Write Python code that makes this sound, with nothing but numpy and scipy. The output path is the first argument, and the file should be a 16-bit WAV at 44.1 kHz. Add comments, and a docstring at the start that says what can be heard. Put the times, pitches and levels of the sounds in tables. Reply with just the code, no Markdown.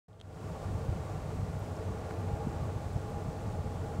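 """A fumarole starts faint, under a few small handling clicks, and swells to full level within half a second.
Then the steam pours on: a deep rumble, a smooth hiss at the mouth and a hollow roar coloured by the
rocky throat, with a narrow hoot blown on and off.
From about a second in, an eddy of air now and then thumps the microphone and a bit of grit ticks."""
import sys
import numpy as np
from scipy import signal
from scipy.fft import rfft, irfft, next_fast_len
from scipy.io import wavfile
from scipy.ndimage import map_coordinates

SR = 44100
rng = np.random.default_rng(int(sys.argv[2]) if len(sys.argv) > 2 else 0)


def store_wav(level_fs):
    """Save 16-bit WAV to argv[1]."""
    pcm = np.round(np.clip(np.atleast_2d(level_fs), -1, 1) * 32767)
    wavfile.write(sys.argv[1], SR, pcm.T.astype(np.int16))


N = 176400

# fade-in of rumble, hiss and roar: time_s, gain_db
FADE_IN = [(.1, -16.5), (.22, -13.5), (.32, -6.5), (.42, -1.5), (.55, 0.5)]
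# tone of the rumble: frequency_hz, gain_db
RUMBLE_EQ = [(12, -18), (25, -16), (43, -8.5), (65, -6.5), (96, 1.5), (125, -7.5), (152, -5), (210, -13.5),
             (280, -17.5), (500, -40.5), (1200, -67)]
# gusts riding the rumble: time_s, gain_db
RUMBLE_GUSTS = [(.3, -2), (.48, 1), (.58, -3), (.74, 1.5), (.82, -1), (.93, 2), (1.02, -1.5), (1.3, -0.5),
                (1.4, 2), (1.55, -1.5), (1.78, -2.5), (1.9, 0), (2.05, -2), (2.42, 0), (2.76, -0.5),
                (2.86, -1), (3.1, 0), (4, 0.5)]
# tone of the hiss: frequency_hz, gain_db
HISS_EQ = [(800, -5.5), (2500, 1.5), (4000, 2), (5500, 0.5), (7600, 1), (8600, -1.5), (10000, -7),
           (12500, -11), (15700, -13)]
# ticking grains: start_s, level_db, pitch_hz, width_hz, t60_s
GRIT_TICKS = [(1.592, -62, 12200, 2000, .04), (1.765, -53.5, 5500, 900, .025),
              (2.1089, -40.5, 1250, 1300, 0.014), (3.098, -64, 12300, 2000, .04)]
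# handling clicks: start_s, level_db
HANDLING_CLICKS = [(.131, -59), (.195, -58), (0.201, -48), (.213, -41)]
# ring of the casing: pitch_hz, gain_db, t60_s
CASING_MODES = [(2170, -20.5, .014), (3270, -5, 0.012), (3660, -6, 0.0067)]
# eddies hitting the microphone: start_s, level_db, pitch_hz
EDDIES = [(.892, -19, 102), (1.432, -26, 130), (2.3176, -24.5, 123), (2.337, -25, 85), (2.4724, -22, 205),
          (2.628, -28, 124), (2.764, -28, 95), (2.962, -20, 99.6), (3.143, -29, 135), (3.289, -27, 120),
          (3.994, -23.5, 109)]
# a narrow resonance blown on and off: time_s, level_db
HOOT_LEVELS = [(.4, -64), (1.3, -68), (1.7, -54), (2.0, -60), (2.35, -52.5), (2.75, -56.5), (3.2, -54.5),
               (3.52, -54.5), (4, -53)]
# broad tone of the roar: frequency_hz, gain_db
ROAR_EQ = [(120, -28.5), (280, -4.5), (500, -2), (800, -3.5), (950, -8.5), (1300, -13.5), (1800, -17.5),
           (2600, -23), (4000, -35.5), (9000, -52)]
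# resonances of the rocky throat: pitch_hz, width_hz, boost_db
THROAT_RESONANCES = [(329, 24.5, 6), (438.5, 37, 10), (513, 42, 4.5), (632.5, 43, 5.5), (757, 46, 3.5),
                     (890, 21, 4.5), (1020, 40, 2.5), (1123, 52, 6), (1182, 39, 6), (1411, 75, 6)]
# strength of the flow driving the roar: time_s, gain_db
STEAM_FLOW = [(.5, -1), (.9, 0.14), (1.5, -0.44), (2.1, 0.3), (2.5, 0.2), (2.95, -0.46), (3.6, -0.7),
              (4, 0.4)]


def amp(db):
    """Decibels to gain."""
    return 10 ** (np.asarray(db) / 20)


def eq_db(points, hz):
    """An EQ curve's gain at hz, read on a log frequency axis."""
    frequencies, gains_db = np.transpose(points)
    return np.interp(np.log(hz + 1), np.log(frequencies + 1), gains_db)


def clock():
    """Time of every sample, in seconds."""
    return np.arange(N) / SR


def automation(points):
    """A fader ride: straight lines between timed points."""
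    return np.interp(clock(), *np.transpose(points))


def wobble(rate_hz):
    """A smooth random curve through rate_hz points a second."""
    return map_coordinates(rng.standard_normal(4000), [clock() * rate_hz], mode="wrap")


def filtered(x, response):
    """Shape x with a frequency response."""
    size = next_fast_len(N + SR // 2)
    return irfft(rfft(x, size) * response(np.fft.rfftfreq(size, 1 / SR)), size)[:N]


def noise(response):
    """Coloured noise of rms 1."""
    coloured = filtered(rng.standard_normal(N), response)
    return coloured / np.sqrt(np.mean(coloured ** 2) + 1e-20)


def bell(f, hz, width_hz):
    """A resonance curve with top 1 and steep skirts."""
    return 1 / (1 + ((f - hz) / width_hz) ** 2) ** 2


def decay(start_s, t60_s):
    """An envelope with an instant attack and a tail that falls 60 dB in t60_s."""
    age = clock() - start_s
    return (age >= 0) * amp(-60 * np.abs(age) / t60_s)


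def rumble(level_db=-38, lump_db=1):
    """Moving gas and wind lay down a deep, lumpy bed."""
    gain = amp(level_db + automation(RUMBLE_GUSTS) + lump_db * wobble(rate_hz=25))
    return gain * noise(lambda f: amp(eq_db(RUMBLE_EQ, f)))


def rim_hiss(level_db=-61.5, shimmer_db=.31):
    """Steam brushes the rim: an almost even hiss."""
    gain = amp(level_db + shimmer_db * wobble(rate_hz=25))
    return gain * noise(lambda f: amp(eq_db(HISS_EQ, f)))


def grit_ticks():
    """Loose grains tick faintly, each in its own band."""
    return sum(amp(level_db) * decay(start_s, t60_s) * noise(lambda f: bell(f, pitch_hz, width_hz))
               for start_s, level_db, pitch_hz, width_hz, t60_s in GRIT_TICKS)


def handling_clicks(crack_db=-7, crack_t60_s=.008, high_cut_hz=10500):
    """Each click is a short crack and a brief ring of the casing."""
    out = np.zeros(N)
    for start_s, level_db in HANDLING_CLICKS:
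        age = clock() - start_s
        ring = sum(amp(gain_db) * decay(start_s, t60_s) * np.sin(2 * np.pi * pitch_hz * age)
                   for pitch_hz, gain_db, t60_s in CASING_MODES)
        crack = amp(crack_db) * decay(start_s, crack_t60_s) * rng.standard_normal(N)
        out += amp(level_db) * (ring + crack)
    return filtered(out, lambda f: 1 / (1 + (f / high_cut_hz) ** 10))


def eddy_thumps(half_length_cycles=.39):
    """Each eddy is a brief push and pull of pressure on the microphone, centred on its cue."""
    out = np.zeros(N)
    for cue_s, level_db, pitch_hz in EDDIES:
        cycles = pitch_hz * (clock() - cue_s)
        envelope = np.exp(-.5 * (cycles / half_length_cycles) ** 2)
        out -= amp(level_db) * envelope * np.sin(2 * np.pi * cycles)
    return out


def hoot(pitch_hz=822.5, width_hz=23.4):
    """One narrow resonance is blown on and off: a breathy note."""
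    return amp(automation(HOOT_LEVELS)) * noise(lambda f: bell(f, pitch_hz, width_hz))


def throat_roar(level_db=-45, flutter_db=.68, surge_db=.5):
    """Turbulent gas sounds the throat's resonances and flutters with the flow."""
    def hollow_tone(f):
        boosts_db = sum(db * bell(f, hz, width_hz) for hz, width_hz, db in THROAT_RESONANCES)
        return amp(eq_db(ROAR_EQ, f) + boosts_db)

    turbulence_db = flutter_db * wobble(rate_hz=70) + surge_db * wobble(rate_hz=7)
    return amp(level_db + automation(STEAM_FLOW) + turbulence_db) * noise(hollow_tone)


def scene(start_s=.081, attack_s=.003):
    """The vent swells in; ticks, clicks and thumps sit on top, all in mono."""
    attack = np.clip((clock() - start_s) / attack_s, 0, 1)
    swell = attack * amp(automation(FADE_IN))
    vent = rumble() + rim_hiss() + hoot() + throat_roar()
    return (swell * vent + grit_ticks() + handling_clicks() + eddy_thumps())[None]


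def record(dry, low_cut_hz=24, high_cut_hz=15720):
    """The microphone sheds the deepest bass; a brick-wall cut takes off the very top."""
    low_cut = signal.butter(2, low_cut_hz, "highpass", fs=SR, output="sos")
    return np.array([filtered(x, lambda f: f < high_cut_hz) for x in signal.sosfilt(low_cut, dry)])


dry = scene()
out = record(dry)
store_wav(out)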